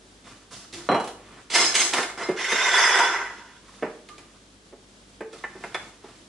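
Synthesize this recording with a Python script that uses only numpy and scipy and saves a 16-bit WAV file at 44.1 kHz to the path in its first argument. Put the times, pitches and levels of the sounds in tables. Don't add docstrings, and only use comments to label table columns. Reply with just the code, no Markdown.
import sys
import numpy as np
from scipy import signal
from scipy.fft import rfft, irfft, next_fast_len
from scipy.io import wavfile
from scipy.ndimage import uniform_filter1d

SR = 44100
rng = np.random.default_rng(int(sys.argv[2]) if len(sys.argv) > 2 else 0)


def wav_out(sig):
    wavfile.write(sys.argv[1], SR, np.round(np.clip(np.atleast_2d(sig).T, -1, 1) * 32767).astype(np.int16))


N = 276941
SPLIT_HZ = 2600


def add_strokes(mix):
    # start_s, rise_s, hold_s, level_db (under 2.6 kHz), treble_db (over 2.6 kHz against level_db),
    # ring_db (rings against the broad body), grip_hz (pitch that the grip favours)
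    touches = [(1.498, 0.054, 0.01, -30, 8.5, -7.5, 5550), (1.548, 0.034, 0.059, -25.5, 4, -3, 5130),
               (1.74, 0.015, 0.039, -25.5, 7, -2.5, 6640), (1.926, 0.0085, 0.036, -24, -3, -10, 7160),
               (2.173, 0.0039, 0.056, -29.5, -8.5, -3.5, 4070)]
    # pitch_hz, width_hz, level_db
    blade_rings = [(363, 67, 1), (1710, 32, 11), (2128, 36, 6.5), (3020, 52, 1), (3310, 32, -0.5),
                   (4075, 43, 2), (5150, 140, -2), (5150, 260, -1), (6180, 40, -4.5), (6450, 93, -3.5),
                   (8010, 27, -2), (10100, 67, -7.5), (10700, 90, -15)]
    # pitch_hz, level_db (per Hz)
    crumb_colour = [(59, -53), (100, -16), (363, -3.5), (1240, 0.5), (2090, -4.5), (2590, -13), (8210, -22),
                    (11500, -33.5)]
    favour_db_per_octave = 10
    for *touch, ring_db, grip_hz in touches:
        rows = gesture(*touch, start_db=-9, fade_db_per_s=130, dull_db_per_s=44)
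        gripped = []
        for hz, width, db in blade_rings:
            if hz > SPLIT_HZ:
                db = db - favour_db_per_octave * abs(np.log2(hz / grip_hz))
            gripped.append((hz, width, db))
        add(mix, *friction(rows, crumb_colour, gripped, ring_db, snaps_per_s=2200.0, spread_db=3.5, rub=0.84,
                           judder_db=2.0, patchy_db=5.0))


def add_drag(mix):
    # time_s, level_db (under 2.6 kHz), treble_db (over 2.6 kHz against level_db)
    course = [(2.355, -37, -1), (2.385, -29, -1.5), (2.5, -24.5, -4.5), (2.66, -20, -7), (2.75, -18, -8),
              (2.98, -18.5, -10), (3.098, -24, -7.5), (3.19, -28.5, -13.5), (3.35, -43, -5), (3.62, -60, 0)]
    # pitch_hz, width_hz, level_db
    drag_rings = [(390, 61, -11), (967, 116, -0.5), (1525, 143, -4.5), (1980, 145, 5), (3494, 67, 4),
                  (4944, 76, -0.5), (5420, 66, -1), (6087, 33, 3.5), (7450, 120, -11), (8250, 100, -13),
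                  (10060, 61, -16.5), (10630, 45, -15)]
    # pitch_hz, level_db (per Hz)
    crumb_colour = [(59, -77), (100, -42), (378, -17), (1490, -5.5), (4260, -19.5), (6210, -20.5),
                    (10400, -38), (11500, -46)]
    # time_s, pitch_factor, deep_db (rings under 1.7 kHz), shrill_db (rings over 2.6 kHz)
    pressing = [(2.4, 1.04, 2, -10), (2.65, 1.014, 0, -7), (2.75, 0.99, 2, -2), (3.0, 0.99, 6, -4),
                (3.3, 0.99, 8, -14)]
    add(mix, *friction(course, crumb_colour, drag_rings, 6.3, snaps_per_s=2800.0, spread_db=3.0, rub=0.76,
                       judder_db=1.0, patchy_db=2.5, press=pressing))


def add_landing(mix):
    # start_s, peak_db (under 2.6 kHz), ring_db (rings against the thud)
    contacts = [(.889, -5, -0.5), (.915, -8.5, 1), (.945, -11.5, -4.5), (0.999, -19, -14),
                (1.042, -35, -26), (1.075, -26.5, -24)]
    # pitch_hz, level_db, t60_s (time to fade by 60 dB)
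    heavy_modes = [(141, -5, 0.2), (276, 7, 0.15), (367, 11.5, 0.24), (574, -9, 0.067), (720, 8, 0.12),
                   (816, 1, 0.24), (1142, -1.5, 0.37), (2902, 5, 0.48), (3240, 10, 0.23), (4060, 19, 0.15),
                   (5610, 9, 0.099), (7640, 6, 0.061)]
    tick_db = -29.5
    for s, peak_db, ring_db in contacts:
        add(mix, s, blow(heavy_modes, peak_db, tick_db - peak_db, ring_db, spot_hz=1310, crack_s=0.031,
                         tick_s=0.018, crack_hz=970, rise_s=0.0008, luck_db=2.5, detune=0))


def add_knocks(mix):
    # start_s, peak_db (under 2.6 kHz), treble_db (over 2.6 kHz against peak_db),
    # spot_hz (pitch that the struck spot favours), ring_db (rings against the crack),
    # thud_db (peak of the worktop), thud_hz (pitch that the thud favours)
    hits = [(0.729, -38, 6, 1100, -10, -37, 348), (0.737, -45, 15, 3500, -15, -50, 350),
            (1.37, -49, -22, 1010, 5, -49, 350), (1.551, -10, 0.5, 2060, 1, -52, 362),
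            (1.752, -22.5, 13, 2190, -10, -49, 370), (1.817, -20.5, 6, 2100, -20, -45, 370),
            (1.935, -12, 3.5, 1390, -15, -21, 368), (1.982, -10.5, -20, 1490, -6.5, -20, 380),
            (2.03, -19.5, 1.5, 1200, -2, -28.5, 403), (2.287, -26, -3, 858, -7, -10.5, 360),
            (2.311, -38, 4, 900, 9, -31, 362), (2.52, -14.5, -1.5, 1620, -11, -19.5, 367),
            (2.989, -8, -8, 1540, -8, -23.5, 380), (3.824, -19.5, -23, 1470, -1, -13, 443),
            (3.863, -28.5, -29, 1800, -9, -29, 447), (4.087, -36.5, 3, 1210, -13, -48, 400),
            (4.181, -37, 5, 1230, -14, -40, 460), (4.725, -56, -21, 800, -4, -33.5, 402),
            (5.206, -25, -16, 1000, -8, -22.5, 435), (5.33, -40, 5, 1260, -10, -34, 496),
            (5.438, -20, -22, 1780, -3, -33, 420), (5.552, -39, -11, 804, -5, -32.5, 370),
            (5.606, -55, -15, 800, -5, -35.5, 370), (5.637, -20.5, -14, 1480, -19, -31, 453),
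            (5.745, -15, -7, 2100, 4, -26.5, 457), (6.042, -38.5, -10, 885, 20, -32.5, 264)]
    # pitch_hz, level_db, t60_s
    dish_modes = [(858, 2, 0.04), (990, -16, 0.1), (1200, -22, 0.059), (1500, -30, 0.045),
                  (1784, -5.5, 0.065), (2167, -3.5, 0.044), (3520, -1, 0.062), (3850, -7, 0.056),
                  (4970, -3.5, 0.07)]
    # pitch_hz, level_db, t60_s
    worktop_modes = [(251, -10, 0.15), (372.5, 2.5, 0.094), (443, 0.5, 0.072), (568, -3.5, 0.11)]
    for s, peak_db, treble_db, spot_hz, ring_db, thud_db, thud_hz in hits:
        add(mix, s, blow(dish_modes, peak_db, treble_db, ring_db, spot_hz, crack_s=0.013, tick_s=0.011,
                         crack_hz=1930, rise_s=0.0026, luck_db=4.5, detune=0.0089))
        add(mix, s, blow(worktop_modes, thud_db, -52, 6, thud_hz, crack_s=0.021, tick_s=0.0024,
                         crack_hz=550, rise_s=0.0046, luck_db=1.5, detune=.006))


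def add_rustles(mix):
    # start_s, rise_s, hold_s, level_db (under 2.6 kHz), treble_db (over 2.6 kHz against level_db)
    brushes = [(0.24, 0.048, 0.0095, -45, -6), (0.507, 0.0052, 0.0093, -41, 0.5),
               (0.725, 0.0022, 0.0066, -44.5, 5.5), (0.754, 0.0067, 0.018, -42.5, -24),
               (1.148, 0.14, 0.11, -50.5, -34), (3.623, 0.14, .04, -51.5, -4.5),
               (4.097, .02, 0.2, -58.5, -8), (5.318, 0.012, 0.064, -50.5, -3),
               (5.481, 0.13, 0.12, -47.5, -7), (5.756, 0.011, 0.12, -50.5, -6.5),
               (6.024, 0.065, 0.013, -51, -7)]
    # pitch_hz, width_hz, level_db
    brush_rings = [(1160, 350, 4.5), (2200, 43, -5), (3560, 160, 4.5), (5130, 77, -15)]
    # pitch_hz, level_db (per Hz)
    crumb_colour = [(59, -61), (100, -4), (323, -7), (906, -17.5), (5410, -9.5), (10800, -21), (11500, -20)]
    for brush in brushes:
        rows = gesture(*brush, start_db=-6.5, fade_db_per_s=119, dull_db_per_s=-9)
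        add(mix, *friction(rows, crumb_colour, brush_rings, -9.5, snaps_per_s=2600.0, spread_db=0.5, rub=0.67,
                           judder_db=1.7, patchy_db=5.0))


def add_blurred_tones(mix):
    # start_s, length_s, pitch_hz, level_db
    tones = [(0.735, 0.136, 339, -42.5), (5.225, 0.059, 450, -36.5), (4.09, 0.041, 1200, -39),
             (5.325, 0.028, 1300, -47)]
    width_hz, fade_db = 24, -7
    for start, length, hz, level_db in tones:
        t = np.arange(0, length, 1 / SR)
        once = resonate(rng.standard_normal(len(t)), hz, width_hz)
        tone = evened(resonate(once, hz, width_hz))
        level = gain_of(level_db + fade_db * t / length)
        add(mix, start, level * tone * signal.windows.tukey(len(t), .15))


def utensil():
    mix = np.zeros(N)
    add_strokes(mix)
    add_drag(mix)
    add_landing(mix)
    add_knocks(mix)
    add_rustles(mix)
    add_blurred_tones(mix)
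    return mix


def gesture(start, rise, hold, level_db, treble_db, start_db, fade_db_per_s, dull_db_per_s):
    release_s = .2
    top = start + max(rise, .002)
    end = top + max(hold, .002)
    return [(start, level_db + start_db, treble_db),
            (top, level_db, treble_db),
            (end, level_db, treble_db),
            (end + release_s, level_db - fade_db_per_s * release_s, treble_db - dull_db_per_s * release_s)]


def friction(rows, body, ring, ring_db, snaps_per_s, spread_db, rub, judder_db, patchy_db, press=((0, 1, 0, 0),)):
    s, level_db, treble_db = np.transpose(rows)
    t = np.arange(s[0], s[-1], 1 / SR)
    fine, chance, size = rng.standard_normal((len(t), 3)).T
    snapping = abs(chance) < 1.25 * snaps_per_s / SR
    snaps = gain_of(spread_db * abs(size)) * np.sign(size) * snapping
    grip = gain_of(judder_db * wander(len(t), 0.019))
    drive = (evened(snaps) + rub * fine) * grip

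    at, factor, deep_db, shrill_db = np.transpose(press)
    sag = np.interp(t, at, factor)
    deep, shrill = gain_of(np.interp(t, at, deep_db)), gain_of(np.interp(t, at, shrill_db))
    rung = np.zeros(len(t))
    for k, (hz, width, db) in enumerate(ring):
        fed = drive * gain_of(patchy_db * wander(len(t), 0.016))
        if hz < 1700:
            fed *= deep
        elif hz > SPLIT_HZ:
            fed *= shrill
        pitch = hz * (1 + 0.013 * wander(len(t), 0.034))
        if hz < 5700:
            pitch = pitch * sag
        rung += (-1) ** k * gain_of(db) * resonate(fed, pitch, width)

    low, high = halves(evened(coloured(drive, body)) + gain_of(ring_db) * evened(rung))
    sound = evened(low) + gain_of(np.interp(t, s, treble_db)) * evened(high)
    level = gain_of(np.interp(t, s, level_db))
    return s[0], level * sound * signal.windows.tukey(len(t), .03)


def blow(modes, peak_db, treble_db, ring_db, spot_hz, crack_s, tick_s, crack_hz, rise_s, luck_db, detune):
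    t = np.arange(SR // 2) / SR
    hz, db, t60 = np.transpose(modes)[:, :, None]
    level_luck, pitch_luck = rng.standard_normal((2, len(modes), 1))
    octaves_off = np.minimum(abs(np.log2(hz / spot_hz)), 1.2)
    db = db + luck_db * level_luck - 13.3 * octaves_off
    tones = np.sin(2 * np.pi * hz * (1 + detune * pitch_luck) * t)
    rings = (gain_of(db - 60 * t / t60) * tones).sum(0)

    # (Hz, dB)
    burst_colour = [(80, -18), (160, 0), (crack_hz, 0), (2.0 * crack_hz, -14), (12000, -24)]
    thump, tick = halves(coloured(rng.standard_normal(len(t)), burst_colour))
    crack = thump * np.exp(-t / crack_s) + tick * np.exp(-t / tick_s)

    low, high = halves(gain_of(ring_db) * rings / abs(rings).max() + crack / abs(crack).max())
    low = low * np.minimum(t / rise_s, 1)
    sound = low / abs(low).max() + gain_of(treble_db) * high / abs(high).max()
    lowest_hz = 0.73 * modes[0][0]
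    return gain_of(peak_db) * signal.sosfilt(signal.butter(4, lowest_hz, "high", fs=SR, output="sos"), sound)


def kitchen(x, wet_db, side_wet_db):
    # pitch_hz, t60_s
    room_fade = [(120, 0.4), (330, 0.72), (870, 0.5), (2300, 0.41), (6000, 0.44), (11000, 0.46)]
    # pitch_hz, side_db (filter on the side)
    port_colour = [(60, -33), (130, -22), (270, -53), (570, -17), (1210, -10.5), (2570, -8), (5450, -1.5),
                   (11600, 2)]
    taps = np.zeros((2, SR))
    at = np.arange(100, SR - 20, 20) + rng.integers(0, 20, (2, (SR - 101) // 20))
    np.put_along_axis(taps, at, rng.choice([-1., 1.], at.shape), 1)
    hz, t, z = signal.stft(taps, SR, nperseg=256)
    thin = (hz / (hz + 600))[:, None]
    fade = gain_of(-60 * t / read(room_fade, hz)[:, None])
    tail = signal.istft(z * fade * thin, SR, nperseg=256)[1]
    tail *= 1 + 0.98 * np.exp(-np.arange(tail.shape[1]) / SR / 0.0069)
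    tail *= gain_of([[wet_db], [side_wet_db]]) / np.linalg.norm(tail[0])
    tail[:, 0] = (1, -.6)
    tail[1, 4] = .3
    tail /= np.linalg.norm(tail, axis=1, keepdims=True)
    mid, side = signal.fftconvolve(x[None], tail, axes=1)[:, :N]
    return np.array([mid, coloured(side, port_colour) - 0.056 * mid])


def floor():
    # pitch_hz, level_db (per Hz; only the shape counts)
    air_colour = [(15, -45), (25, -19), (58, -6), (147, -3.5), (279, 1.5), (862, -11), (2600, -15.5),
                  (3190, -12), (7830, -17.5), (10600, -23), (11500, -24.5)]
    # pitch_hz, side_db (side against mid)
    air_width = [(60, -9), (170, -14), (490, -9), (1410, 0), (4030, -3.5), (11600, 1.5)]
    # pitch_hz, level_db (rms, before it wavers)
    mains = [(49.5, -63.5), (99, -69), (197, -67.5)]
    floor_db = -54.5
    mid, side, drift, waver = rng.standard_normal((4, N))
    noise = coloured(np.array([mid, coloured(side, air_width)]), air_colour)
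    breath = evened(uniform_filter1d(drift, 4000))
    noise *= gain_of(floor_db + 1.0 * breath) / noise[0].std()
    t = np.arange(N) / SR
    waver = evened(uniform_filter1d(uniform_filter1d(waver, 3000), 3000))
    for hz, db in mains:
        tone = np.sin(2 * np.pi * (hz * t + rng.random()))
        noise[0] += np.sqrt(2) * gain_of(db + 1.8 * waver) * tone
    return noise


def gain_of(db):
    return 10 ** (np.asarray(db) / 20)


def evened(x):
    return x / np.sqrt(np.mean(x ** 2) + 1e-20)


def read(points, hz):
    f, value = np.transpose(points)
    return np.interp(np.log(hz + 1), np.log(f + 1), value)


def coloured(x, points):
    length = x.shape[-1]
    size = next_fast_len(length)
    gain = gain_of(read(points, np.fft.rfftfreq(size, 1 / SR)))
    return irfft(rfft(x, size) * gain, size)[..., :length]


def add(mix, s, sound):
    part = mix[round(s * SR):][:len(sound)]
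    part += sound[:len(part)]


def resonate(x, hz, width):
    turn = np.exp(2j * np.pi * np.cumsum(hz * np.ones(len(x))) / SR)
    r = np.exp(-np.pi * width / SR)
    return 2 * (turn * signal.lfilter([1 - r], [1, -r], x / turn)).real


def halves(x):
    return [signal.sosfilt(signal.butter(5, SPLIT_HZ, kind, fs=SR, output="sos"), x) for kind in ("low", "high")]


def wander(length, seconds):
    size = round(seconds * SR)
    return evened(uniform_filter1d(uniform_filter1d(rng.standard_normal(length), size), size))


def scene():
    mid, side = kitchen(utensil(), wet_db=-2.5, side_wet_db=11.5) + floor()
    return np.array([mid + side, mid - side])


def record(dry):
    edge_hz = 11080
    return signal.oaconvolve(dry, signal.firwin(511, edge_hz, window=("kaiser", 9), fs=SR)[None], "same")


dry = scene()
out = record(dry)
wav_out(out)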